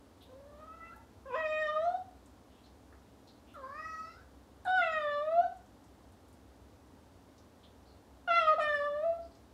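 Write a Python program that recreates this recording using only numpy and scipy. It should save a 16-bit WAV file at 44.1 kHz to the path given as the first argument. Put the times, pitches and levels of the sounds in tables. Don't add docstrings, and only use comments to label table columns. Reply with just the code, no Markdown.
import sys
import numpy as np
from scipy import signal
from scipy.fft import rfft, irfft
from scipy.io import wavfile

SR = 44100
rng = np.random.default_rng(int(sys.argv[2]) if len(sys.argv) > 2 else 0)


def wav_out(sig):
    wavfile.write(sys.argv[1], SR, np.round(np.clip(np.atleast_2d(sig).T, -1, 1) * 32767).astype(np.int16))


N = 420273


def gain_of(db):
    return 10 ** (np.asarray(db) / 20)


def unit_rms(x):
    return x / np.sqrt(np.mean(x ** 2) + 1e-20)


def curve_at(points, hz):
    f, value = np.transpose(points)
    return np.interp(np.log(hz + 1), np.log(f + 1), value)


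def add(mix, start_s, sound):
    part = mix[round(start_s * SR):][:len(sound)]
    part += sound[:len(part)]


def band_noise(size, hz, width_hz):
    f = np.fft.rfftfreq(size, 1 / SR)
    return unit_rms(irfft(rfft(rng.standard_normal(size)) / (1 + (2 * (f - hz) / width_hz) ** 2), size))


def household(air_db=-59.75, low_cut_hz=42, top_hz=17000):
    # frequency in Hz, relative level in dB.
    air_colour = [(15, -76.5), (25, -34.5), (41, -20), (69, -2.5), (99, -3), (152, -15), (183, -9),
                  (289, -5), (322, -10), (469, -12), (523, -12), (871, -15.5), (2420, -31), (3630, -30.5),
                  (15500, -41)]
    # centre in Hz, width in Hz, level in dB.
    hums = [(64, 9.7, -66.5), (91.6, 15, -73), (270, 34, -71.5)]
    hz = np.fft.rfftfreq(N, 1 / SR)
    band = hz ** 2 / np.hypot(hz ** 2, low_cut_hz ** 2) / np.hypot(1, (hz / top_hz) ** 2)
    colour = gain_of(curve_at(air_colour, hz)) * band
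    air = gain_of(air_db) * unit_rms(irfft(rfft(rng.standard_normal(N)) * colour, N))
    return air + sum(gain_of(db) * band_noise(N, centre, width) for centre, width, db in hums)


def rustles(width_hz=950):
    # start in seconds, level in dB, centre in Hz, length in seconds.
    puffs = [(0.206, -64, 3600, 0.067), (2.5, -74.5, 3130, 0.17), (2.634, -68, 4000, 0.041),
             (3.271, -64.5, 4180, 0.059), (3.47, -69.5, 2900, 0.098), (7.632, -62, 3540, 0.039),
             (7.854, -72.5, 4360, 0.12), (9.213, -72.5, 4840, 0.08), (9.315, -71, 4600, 0.027)]
    out = np.zeros(N)
    for start, db, hz, length in puffs:
        size = int(length * SR)
        swell = np.sin(np.pi * np.linspace(0, 1, size) ** 0.54)
        add(out, start, gain_of(db) * band_noise(size, hz, width_hz) * swell)
    return out


def ticks(rise_s=0.0015, decay_s=0.015):
    # start in seconds, level in dB, centre in Hz.
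    taps = [(0.223, -67, 11500), (.96, -68, 12000), (2.258, -66.5, 7700), (2.661, -65, 4000),
            (2.925, -60, 1380), (3.273, -67, 5200), (3.536, -70, 10500), (4.647, -63, 8800),
            (5.569, -70, 7530), (5.66, -72.5, 6730), (5.84, -69.5, 6900), (6.12, -73, 9000),
            (6.281, -71, 9500), (6.326, -68, 8800), (7.379, -63.5, 5230), (9.35, -66, 5200)]
    out = np.zeros(N)
    t = np.arange(SR // 10) / SR
    envelope = np.minimum(t / rise_s, 1) * np.exp(-t / decay_s)
    for start, db, hz in taps:
        add(out, start, gain_of(db) * band_noise(len(t), hz, width_hz=0.66 * hz) * envelope)
    return out


def hoarseness(t, at_start, clear_s, at_end, floor=0.039, fray_s=0.12):
    catch = at_start / (1 + (t / clear_s) ** 6)
    fray = at_end * np.exp((t - t[-1]) / fray_s)
    return np.clip(floor + catch + fray, 0, 1)


def vowel(order, hz, mouth_hz, width_hz, body_db, tilt_db_per_octave, cut_order=2.9):
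    # frequency in Hz, gain in dB.
    low_colour = [(500, 1.5), (590, 2.8), (690, 3.8), (760, .5), (880, 0), (1000, 0), (1100, -8),
                  (1240, .2), (1480, 4.5), (1680, 2), (1820, .5), (2030, -.5), (2240, -17), (2370, -6),
                  (2480, 1.5), (2800, 0)]
    harmonic_hz = order * hz
    peak = 1 / (1 + (2 * (harmonic_hz - mouth_hz) / width_hz) ** 2)
    dulling = np.hypot(1, (harmonic_hz / mouth_hz) ** cut_order)
    body = gain_of(body_db + tilt_db_per_octave * np.log2(order)) / dulling
    return np.hypot(peak, body) * gain_of(curve_at(low_colour, harmonic_hz))


def call(course, throat, mouth, hoarse, arch, rasp_db, rasp_slope, skirt_hz, release_s, rise_s=0.0032):
    times, *columns = np.transpose(course)
    t = np.arange(times[0], times[-1], 1 / SR)
    size = len(t)
    hz, effort_db, mouth_hz, high_db = (np.interp(t, times, column) for column in columns)
    rough = hoarseness(t - t[0], *hoarse)
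    order = np.arange(1, 25)[:, None]
    lower, upper = order[:4], order[4:]
    flutter_db = 1.74 * np.log2(lower) * np.array([band_noise(size, 0, 20) for _ in lower])
    low = gain_of(effort_db + flutter_db) * vowel(lower, hz, mouth_hz, *mouth)
    stretch = np.polyval(np.polyfit([0, 0.5, 1], arch, 2), np.linspace(0, 1, size))
    flutter_db = 3.5 * np.array([band_noise(size, 0, 30) for _ in upper])
    high = gain_of(curve_at(throat, upper * hz / stretch) + flutter_db)
    high *= gain_of(high_db) / np.linalg.norm(high, axis=0)
    strength = np.vstack([low, high])
    jitter = 0.045 * rough * band_noise(size, 0, 320)
    waver = 0.0033 * band_noise(size, 0, 55)
    cycles = np.cumsum(hz * (1 + jitter + waver)) / SR
    phase = 2 * np.pi * (order * cycles + rng.random(order.shape))
    skirts = np.array([band_noise(size, 0, skirt_hz) for _ in order])
    rasp = gain_of(rasp_db) * np.sqrt(rough) * order ** rasp_slope
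    stack = np.sqrt(2) * strength * (np.sin(phase) + rasp * skirts * np.cos(phase)) / np.hypot(1, rasp)
    shimmer = 1 + 0.2 * rough * band_noise(size, 0, 380)
    envelope = np.clip((t - times[0]) / rise_s, 0, 1) * np.clip((times[-1] - t) / release_s, 0, 1)
    out = np.zeros(N)
    add(out, times[0], stack.sum(0) * shimmer * envelope)
    return out


def mews():
    # time in seconds, pitch in Hz, effort in dB,
    # mouth resonance in Hz, relative level of the overtones in dB.
    first = [(0.29, 502, -57, 410, -81), (0.42, 557, -55, 666, -99), (0.6, 608.7, -52, 920, -75.6),
             (0.76, 666, -55.5, 1360.0, -88), (0.86, 665.5, -43.5, 1730, -81),
             (0.918, 689, -53.6, 1630.0, -80), (0.936, 817, -63, 1957, -81), (0.974, 892, -55, 700.0, -86),
             (1.02, 940, -75, 850.0, -84.6)]
    second = [(3.54, 720, -61, 1430.0, -67), (3.572, 573, -47, 930.0, -77),
              (3.64, 515.0, -45.5, 900.0, -76), (3.71, 552.4, -45, 1070, -76),
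              (3.79, 630.6, -43, 1540.0, -68.2), (3.854, 639.8, -41.5, 1690, -66),
              (3.95, 638.2, -45.5, 1480, -65.3), (4.07, 652, -51, 1400, -66.9),
              (4.14, 699, -57, 1745, -68.5), (4.24, 837, -73, 1520.0, -88)]
    # frequency in Hz before the arch, relative level in dB.
    throat = [(2800, -9), (3300, -5), (3900, -14), (4500, 9), (5150, -2), (5800, 16), (6500, -5),
              (8000, -6), (10500, -23), (12500, -12), (14500, -20)]
    airy = dict(rasp_db=-30, rasp_slope=1.7, skirt_hz=750, release_s=0.013)
    out = call(first, throat, mouth=(530, -33, -3.2), hoarse=(0.546, 0.385, 0.31),
               arch=(0.58, 0.56, 0.48), **airy)
    out += call(second, throat, mouth=(636, -44, -2.9), hoarse=(0.51, 0.2, 0.82),
                arch=(0.61, 0.94, 0.81), **airy)
    return gain_of(-1.35) * out


def meows():
    # time in seconds, pitch in Hz, effort in dB,
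    # mouth resonance in Hz, relative level of the overtones in dB.
    first = [(1.255, 523, -47.5, 1150, -79), (1.285, 554, -47, 1070, -73), (1.322, 472, -43.5, 1010, -58),
             (1.347, 506, -32.5, 980, -50), (1.363, 636.4, -38.5, 1510, -61), (1.395, 639, -36, 2050, -58),
             (1.47, 617, -37.5, 2200, -60.5), (1.61, 624.2, -39, 2080, -57),
             (1.69, 603.8, -35, 1274, -53.5), (1.8, 633, -35.5, 924, -62.5), (1.885, 702, -35, 670, -68),
             (1.98, 761, -41.5, 696, -70)]
    second = [(4.65, 768, -39, 1070, -65), (4.68, 740, -26, 1040, -54.5), (4.77, 753, -29.5, 1460, -51.5),
              (4.8, 710, -30.5, 1450, -50), (4.844, 664.3, -31.5, 2540, -53.5),
              (4.92, 638.8, -38, 2004, -57), (5.07, 587.3, -32, 1393, -55), (5.19, 582.7, -31, 1153, -57.5),
              (5.26, 617.7, -32, 820, -71.5), (5.395, 700, -27.5, 678, -67),
              (5.444, 768, -33.5, 954, -71.5), (5.48, 742, -45.5, 670, -72)]
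    before_break = [(8.275, 734, -32, 2600, -63), (8.31, 677.5, -27.5, 2170, -46),
                    (8.381, 681, -29.5, 2140, -44.5), (8.42, 644.3, -32, 1420, -47),
                    (8.5, 619.2, -29, 1176, -53), (8.525, 632.5, -27, 1110, -62),
                    (8.552, 543, -30.5, 710, -62)]
    after_break = [(8.582, 684, -25.5, 750, -66), (8.612, 608.3, -29, 1730.0, -50),
                   (8.66, 602.4, -30, 1860, -49), (8.74, 588.2, -34.5, 1800, -53),
                   (8.8, 575, -30.5, 1264, -59.6), (8.86, 580.2, -30, 1177, -60.5),
                   (8.92, 580.5, -31, 940, -68), (9.012, 609.4, -31.5, 785, -73),
                   (9.054, 665.7, -30, 740, -75), (9.1, 666.5, -29.5, 685, -76),
                   (9.19, 685, -43, 600.0, -87)]
    # frequency in Hz before the arch, relative level in dB.
    first_throat = [(2700, 12), (3080, -3.5), (3400, 1), (3700, -2.5), (4300, -20), (4950, -13.5),
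                    (5550, -12), (6150, -28), (6800, -23), (7400, -17.5), (8100, -33), (12000, -51)]
    second_throat = [(2900, 0.5), (3200, -1.5), (3550, 6), (4100, -9.5), (4600, -20), (5000, -11),
                     (5600, -20), (6400, -34.5), (7050, -17.5), (7800, -25.5), (12000, -42)]
    before_throat = [(3100, 8), (3400, 3.5), (4080, -7.5), (4700, -21.5), (5400, -17), (6120, -18.5),
                     (6700, -41), (7600, -26.5), (8200, -28), (10000, -37), (14000, -47)]
    after_throat = [(3000, 2.5), (3620, -0.5), (4200, -12.5), (4800, -16), (5420, -8.5), (6000, -34),
                    (6650, -21.5), (7700, -23), (8500, -20), (10000, -29), (11500, -43), (14000, -39.5)]
    full = dict(rasp_db=-28, rasp_slope=1.52, skirt_hz=450, release_s=0.0054)
    out = call(first, first_throat, mouth=(456, -3.3, -10.5), hoarse=(0.36, 0.14, 0.3),
               arch=(0.94, 1.028, 1.15), **full)
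    out += call(second, second_throat, mouth=(136, -6, -1.5), hoarse=(0.85, 0.031, 0.081),
                arch=(1.05, 0.98, 1.2), **full)
    out += call(before_break, before_throat, mouth=(200, -7, -0.27), hoarse=(0.2, 0.035, 0.022),
                arch=(1.02, 0.97, 0.67), **full)
    out += call(after_break, after_throat, mouth=(153, -6.5, -2.5), hoarse=(0.25, 0.032, 0.022),
                arch=(1.033, 1.02, 1.48), **full)
    return gain_of(-0.4) * out


def brick_walls(direct, echoes_per_s=2500, first_echo_s=0.0085, early_decay_s=0.01):
    # frequency in Hz, seconds to fall 60 dB.
    decay_times = [(250, 0.12), (700, 0.36), (1500, 0.39), (4000, 0.37), (10000, 0.14)]
    # frequency in Hz, relative level in dB.
    wall_colour = [(300, -11.5), (600, -5), (750, 2), (1300, 0), (2200, -2), (4000, 0.5), (10000, -0.5)]
    delay = np.arange(SR) / SR
    echoes = rng.choice([-1., 1.], SR) * (rng.random(SR) < echoes_per_s / SR) * (delay > first_echo_s)
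    echoes *= 1 + gain_of(-10) * np.exp(-delay / early_decay_s)
    hz, t, bands = signal.stft(echoes, SR, nperseg=256)
    fall_db = -60 * t / curve_at(decay_times, hz)[:, None]
    bands *= gain_of(fall_db + curve_at(wall_colour, hz)[:, None])
    tail = signal.istft(bands, SR, nperseg=256)[1]
    return signal.fftconvolve(direct, tail / np.linalg.norm(tail))[:N]


def scene(walls_db=-6):
    direct = mews() + meows() + rustles() + ticks()
    return (direct + gain_of(walls_db) * brick_walls(direct) + household())[None]


def record(dry, edge_hz=15680):
    lowpass = signal.firwin(511, edge_hz, window=("kaiser", 9), fs=SR)
    return signal.oaconvolve(dry, lowpass[None], "same")


dry = scene()
out = record(dry)
wav_out(out)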